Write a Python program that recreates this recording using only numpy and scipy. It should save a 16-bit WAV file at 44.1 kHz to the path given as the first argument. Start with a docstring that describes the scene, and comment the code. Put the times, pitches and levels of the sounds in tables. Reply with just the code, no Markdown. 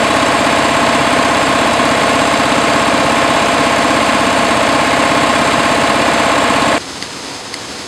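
"""On a building site, a towed diesel air compressor runs at a steady speed with its side hatch open.
Every engine cycle repeats the same booms and knocks over the rumble of burning fuel and valve clatter.
Then the scene changes abruptly to a nozzle spraying concrete: air hisses, grit peppers the wall,
two pebbles hit sharply, and machinery hums far off."""
import sys
import numpy as np
from scipy import signal
from scipy.fft import rfft, irfft, next_fast_len
from scipy.io import wavfile

SR = 44100
rng = np.random.default_rng(int(sys.argv[2]) if len(sys.argv) > 2 else 0)


def master_out(mix):
    """Clip the mix to full scale and print it as 16-bit PCM to the path in sys.argv[1]."""
    frames = np.transpose(np.atleast_2d(mix))
    ceiling = np.clip(frames, -1, 1)
    pcm = np.round(ceiling * 32767).astype(np.int16)
    wavfile.write(sys.argv[1], SR, pcm)


N = 347067

CYCLE_HZ = 16.571   # engine cycles a second; the drone's harmonics are whole multiples of this
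CHANGE_S = 6.782   # from compressor to nozzle

# Booms of the exhaust and hood in one cycle: start_cycles, pitch_hz, width_hz, level_db
BOOMS = [(0.0203, 225, 105, -6.9), (0.0692, 758, 118, -1.3), (0.1882, 247, 119, -7.6),
         (0.2781, 419, 187, -8.7), (0.3337, 1116, 149, -9.3), (0.4133, 627, 108, -3.2),
         (0.4944, 828, 53, 3.4), (0.5799, 141, 130, -5.2), (0.7288, 1105, 98, -2.2),
         (0.7759, 259, 109, 0.2), (0.7875, 641, 96, -5.5), (0.8362, 1049, 76, -7.6)]
# Knocks of the injectors and valves in one cycle: start_cycles, decay_cycles, knock_db, tick_db
KNOCKS = [(0.084, 0.017, -13, -12), (0.237, 0.037, -10, -5), (.303, 0.022, 5, -12), (.335, .04, -16, 8),
          (0.39, 0.035, 6.5, -15), (.435, 0.031, 4, -22), (.497, 0.011, 9, -4), (.545, 0.016, 2.5, -2),
          (.685, 0.85, -2, 1.5), (0.837, 0.051, 1, -7)]
# Overall shape of the drone's harmonics: pitch_hz, level_db
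DRONE = [(30, -65), (50, -61), (66, -44.5), (350, -43.5), (520, -35.5), (720, -35.5), (900, -35),
         (1000, -42.5), (1200, -36.5), (2200, -40.5), (3000, -46), (4500, -64)]
# Air ringing inside the hood lifts nearby harmonics: pitch_hz, width_hz, lift_db
HOOD_RESONANCES = [(148.5, 11, 5.5), (238, 47, 12), (302.2, 39.4, 13.5), (439, 7.3, 9.5),
                   (1050, 16.6, 16.5)]
# Harmonics that match a panel's own pitch and sing out: pitch_hz, level_db
SINGING_HARMONICS = [(549.1, -30), (597.5, -29), (646.0, -27), (678.3, -23), (694.4, -27), (829.0, -27),
                     (877.5, -30), (995.9, -33), (1077, -24), (1125, -30), (1179, -34), (1475, -35),
                     (1674, -34), (1970, -34)]
# Low noise of burning fuel: pitch_hz, level_db_per_hz
RUMBLE = [(30, -76), (70, -71.5), (95, -56), (115, -62), (138, -48), (172, -55.5), (260, -44), (380, -52),
          (520, -47), (680, -51.5), (850, -48.5), (1080, -47), (1300, -49.5)]
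# High noise of the engine's metal parts: pitch_hz, level_db_per_hz
CLATTER = [(1300, -51.5), (2300, -54), (3200, -58), (4600, -59.5), (5300, -62), (6400, -61.5), (7500, -62),
           (8400, -62), (10000, -69), (12000, -80.5), (14000, -86), (15500, -97.5)]
# Ringing of the engine block and covers: pitch_hz, width_hz, lift_db
CASING = [(635, 59, 3.5), (1160, 51, -2.5), (1190, 90, -1), (1720, 57, 4), (1950, 36, -0.5),
          (2135, 43, 6.5), (2380, 85, 5), (2756, 130, 4.5), (3376, 44, 7), (3670, 70, 2.5), (3930, 27, 0.5),
          (3935, 70, 5), (4575, 80, 4), (7535, 160, 7), (8280, 130, 4.5)]
# Puffs of air through the valves in one cycle: peak_cycles, strength_db
PUFFS = [(.25, 1), (.52, 1), (.71, 2)]
# Air jet and site noise at the nozzle: pitch_hz, level_db_per_hz
SPRAY = [(30, -85), (90, -59.5), (170, -60.5), (290, -56.5), (600, -61), (1000, -62.5), (1600, -63.5),
         (3000, -66), (5000, -63), (6500, -66), (8000, -71), (10500, -78.5), (12500, -92), (15500, -102.4)]
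# Tones of distant machinery: pitch_hz, level_db
FAR_TONES = [(64.6, -53), (279.9, -40.5), (495.3, -41), (694.4, -58), (748.3, -46), (893.6, -46),
             (969.0, -45), (1077, -44), (1227, -65), (1981, -50)]
# Pebbles bouncing off: start_s, level_db, second_touch_delay_s, second_touch_lift_db
PEBBLE_HITS = [(7.0250, -13.5, .00044, 5), (7.541, -10.5, .00046, 1.5)]
# Tones a pebble rings with, and their time to fade by 60 dB: pitch_hz, level_db, ring_s
PEBBLE_TONES = [(2060, -8, 0.018), (3220, -2, .006), (4640, 0, 0.007), (6300, -15, .010), (8350, -21, .008),
                (9600, -15, .008)]
# Narrow bands that the microphone housing weakens: pitch_hz, width_hz, depth_fraction
MIC_NOTCHES = [(5750, 480, 0.85), (6910, 190, 0.6)]


def from_db(db):
    """Turn decibels into a number to multiply a sound by."""
    return 10 ** (np.asarray(db) / 20)


def seconds():
    """The time of every sample."""
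    return np.arange(N) / SR


def level_at(spectrum, hz):
    """Read a level between the rows of a pitch table, with octaves evenly spaced."""
    pitches, levels = np.transpose(spectrum)
    return np.interp(np.log(np.maximum(hz, 1)), np.log(pitches), levels)


def unit_level(x):
    """Scale a signal so its typical size (rms) is 1."""
    return x / np.sqrt(np.mean(x ** 2) + 1e-20)


def drift(rate_hz, step=32):
    """A smooth random wander with a typical size of 1."""
    size = next_fast_len(N // step + 2)
    hz = np.fft.rfftfreq(size, step / SR)
    slow = irfft(rfft(rng.standard_normal(size)) / (1 + (hz / rate_hz) ** 2) ** 2, size)
    return np.interp(np.arange(N) / step, np.arange(size), unit_level(slow))


def colour(noise, spectrum, low_hz=1, high_hz=SR, resonances=(), size=16384):
    """Shape plain noise with a pitch table, a low and a high limit, and ringing peaks."""
    hz = np.fft.rfftfreq(size, 1 / SR) + 1
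    peaks_db = sum(lift / (1 + (2 * (hz - centre) / width) ** 2) for centre, width, lift in resonances)
    band = ((1 + (low_hz / hz) ** 8) * (1 + (hz / high_hz) ** 8)) ** -.5 + 1e-3
    cepstrum = irfft(np.log(from_db(level_at(spectrum, hz) + peaks_db) * band))[:size // 2]
    cepstrum[1:] *= 2   # makes the filter ring only after each blow, never before
    response = irfft(np.exp(rfft(cepstrum, size))) * np.sqrt(SR / 2)
    return signal.oaconvolve(unit_level(noise), response)[:N]


def grains(per_s, spread_db):
    """Tiny impacts at random times; more spread makes their sizes less equal."""
    sizes = from_db(spread_db * np.minimum(rng.exponential(1, N), 4)) * rng.choice([-1, 1], N)
    return unit_level(sizes * (rng.random(N) < per_s / SR))


def crank(wobble_cycles):
    """The engine's place in its cycle, from 0 to 1; a governor keeps the speed almost constant."""
    return (CYCLE_HZ * seconds() + wobble_cycles * drift(2.3)) % 1


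def knock_strengths(place):
    """How strong knocks and ticks are along the cycle: each blow jumps up and dies away."""
    knock_power, tick_power = 1, 1
    for start, decay, knock_db, tick_db in KNOCKS:
        dying = np.exp(-2 * ((place - start) % 1) / decay)
        knock_power += dying * from_db(knock_db) ** 2
        tick_power += dying * from_db(tick_db) ** 2
    return np.sqrt(knock_power), np.sqrt(tick_power)


def harmonic_levels(harmonic, scatter_db):
    """The level of each drone harmonic in dB, lifted by the hood, the crank and singing panels."""
    hz = harmonic * CYCLE_HZ
    level = level_at(DRONE, hz)
    level += sum(lift * np.exp(-((hz - centre) / width) ** 2) for centre, width, lift in HOOD_RESONANCES)
    level += 6.5 * (harmonic % 2 == 0) * (hz < 140)   # in the bass, multiples of the crank rate stand out
    # A short echo carves evenly spaced dips.
    spacing_hz, width_hz, depth_db = 382.5, 36, 7.5
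    nearest_dip = np.maximum(np.round(hz / spacing_hz), 1) * spacing_hz
    level -= depth_db * np.exp(-((hz - nearest_dip) / width_hz) ** 2)
    # High harmonics land by chance on or between the panels' own pitches.
    level += scatter_db * np.minimum(hz / 1300, 1) ** 6 * rng.uniform(-1.93, 0.58, len(hz))
    for singing_hz, db in SINGING_HARMONICS:
        level[round(singing_hz / CYCLE_HZ)] = db
    return level


def engine_drone(place, scatter_db, knock_share, size=4096):
    """One repeating wave: booms and knocks set its harmonics' timing, the housing sets their levels."""
    harmonic, cycle = np.arange(size // 2 + 1), np.arange(size) / size
    hz = harmonic * CYCLE_HZ
    booms = 0
    for start, centre, width, db in BOOMS:
        delay = np.exp(-2j * np.pi * harmonic * start)
        booms += from_db(db) * delay / (1 + 2j * (hz - centre) / width) ** 2
    knock, _ = knock_strengths(cycle)
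    knocks = rfft(unit_level(rng.standard_normal(size) * knock ** 2)) / np.sqrt(size)
    treble = np.minimum(hz / 1300, 1) ** 2   # knocks take over from booms as the pitch rises
    blows = booms + knock_share * treble * knocks
    in_range = (harmonic > 0) & (hz < DRONE[-1][0])
    gains = in_range * from_db(harmonic_levels(harmonic, scatter_db))
    wave = irfft(gains * blows / np.abs(blows)) * size / np.sqrt(2)
    return np.interp(place, cycle, wave, period=1)


def valve_puffs(place):
    """How strong the valve air is along the cycle: each puff builds quickly and fades more slowly."""
    rise_cycles, fall_cycles = 0.054, 0.086
    power = 1
    for peak, db in PUFFS:
        rising = np.exp(-((peak - place) % 1) / rise_cycles)
        falling = np.exp(-((place - peak) % 1) / fall_cycles)
        power += from_db(db) ** 2 * np.maximum(rising, falling)
    return np.sqrt(power)


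def metal_cracks(place, spread_db, decay_s):
    """Every metal contact begins with a short crack, of a new strength each time."""
    hits = np.zeros(N)
    for start, _, _, tick_db in KNOCKS:
        passes_start = np.diff((place - start) % 1) < -.5
        hits[1:] += from_db(tick_db) * passes_start
    hits *= from_db(spread_db * np.clip(rng.standard_normal(N), -2, 2))
    dying = signal.lfilter([1], [1, -np.exp(-1 / (decay_s * SR))], hits + 1e-18)
    return unit_level(dying * rng.standard_normal(N))


def compressor(place, unevenness_db, size=4096):
    """The drone, the rumble of burning fuel, knocks, valve ticks and hiss, all timed by the crank."""
    cycle = np.arange(size) / size
    knock, tick = (np.interp(place, cycle, strength) for strength in knock_strengths(cycle))
    air = np.interp(place, cycle, valve_puffs(cycle))
    force = from_db(unevenness_db * drift(120))   # no two blows are alike
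    drone = engine_drone(place, scatter_db=11.5, knock_share=0.071)
    burning = rng.standard_normal(N) * knock ** .5
    rumble = colour(burning, RUMBLE, high_hz=1326, resonances=CASING)
    blows = rng.standard_normal(N) * knock * force
    knocking = colour(blows, CLATTER, low_hz=1350, high_hz=3560, resonances=CASING)
    contacts = (rng.standard_normal((2, N)) + 0.83 * grains(per_s=4000, spread_db=0.5)) * tick * force
    cracks = metal_cracks(place, spread_db=4.0, decay_s=.002)
    taps = contacts[0] * air ** 0.34 + from_db(-12) * cracks
    ticking = colour(taps, CLATTER, low_hz=3220, high_hz=8500, resonances=CASING)
    puffs = contacts[1] * air ** 1.7 + from_db(-6) * cracks
    hiss = colour(puffs, CLATTER, low_hz=8800, resonances=CASING)
    return drone + from_db(-0.2) * rumble + from_db(-0.34) * knocking + from_db(-1) * (ticking + hiss)


def nozzle(level_db, flutter_db):
    """Compressed air hisses out with a slight flutter, carrying grit that peppers the wall."""
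    jet = rng.standard_normal(N) + .5 * grains(per_s=2000, spread_db=0)
    return from_db(level_db + flutter_db * drift(25)) * colour(jet, SPRAY)


def far_machinery(steady_below_hz, swell_hz):
    """Engine tones from across the site swell and fade as their echoes mix; low ones stay steadier."""
    t, tones = seconds(), 0
    echoes = drift(swell_hz) + 1j * drift(swell_hz)
    for k, (hz, db) in enumerate(FAR_TONES):
        direct = steady_below_hz / hz
        own_echoes = np.roll(echoes, k * N // len(FAR_TONES))
        arrival = (direct * np.sqrt(2) + own_echoes) / np.hypot(1, direct)
        tones += from_db(db) * np.real(arrival * np.exp(2j * np.pi * hz * t))
    return tones


def pebbles(high_hz, crunch_db, crunch_s):
    """Each pebble crunches on grit, touches twice and rings briefly, with no bass beneath it."""
    t, clicks, crunch = seconds(), np.zeros(N) + 1e-18, 0
    for start_s, db, delay_s, lift_db in PEBBLE_HITS:
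        clicks[round(start_s * SR)] += from_db(db)
        clicks[round((start_s + delay_s) * SR)] += from_db(db + lift_db)
        dying = np.exp(-np.minimum(np.abs(t - start_s) / crunch_s, 20))
        crunch += from_db(db + crunch_db) * (t >= start_s) * dying
    sound = crunch * rng.standard_normal(N)
    for hz, db, ring_s in PEBBLE_TONES:   # each click sets off fading sine waves
        fade = np.exp(-np.log(1000) / (ring_s * SR))
        angle = 2 * np.pi * hz / SR
        feedback = [1, -2 * fade * np.cos(angle), fade * fade]
        sound += signal.lfilter([0, from_db(db) * np.sin(angle)], feedback, clicks)
    sound = signal.sosfilt(signal.butter(2, 200, "high", fs=SR, output="sos"), sound)
    return signal.sosfilt(signal.butter(8, high_hz, fs=SR, output="sos"), sound)


def scene():
    """First beside the compressor, then at the nozzle, where the engine still throbs faintly."""
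    beside = np.clip((CHANGE_S - seconds()) / .002 + .5, 0, 1)   # falls from 1 to 0 in 2 ms
    place = crank(wobble_cycles=0.00031)
    engine = compressor(place, unevenness_db=.5)
    far = from_db(-0.5) * far_machinery(steady_below_hz=348, swell_hz=12)
    far += from_db(-26) * engine_drone(place, scatter_db=7.0, knock_share=.1)
    spraying = nozzle(level_db=-1.0, flutter_db=0.85) + far
    spraying += pebbles(high_hz=10000, crunch_db=-5.0, crunch_s=0.0028)
    return (beside * engine + (1 - beside) * spraying)[None]


def record(dry):
    """The microphone housing weakens two narrow bands; peaks are rounded and the top treble is cut."""
    for hz, width, depth in MIC_NOTCHES:
        notched = signal.lfilter(*signal.iirnotch(hz, hz / width, fs=SR), dry)
        dry = (1 - depth) * dry + depth * notched
    rounded = dry / (1 + dry ** 8) ** (1 / 8)
    cutoff_hz = 15700
    return signal.sosfilt(signal.ellip(12, .1, 90, cutoff_hz, fs=SR, output="sos"), rounded)


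dry = scene()
out = record(dry)
master_out(out)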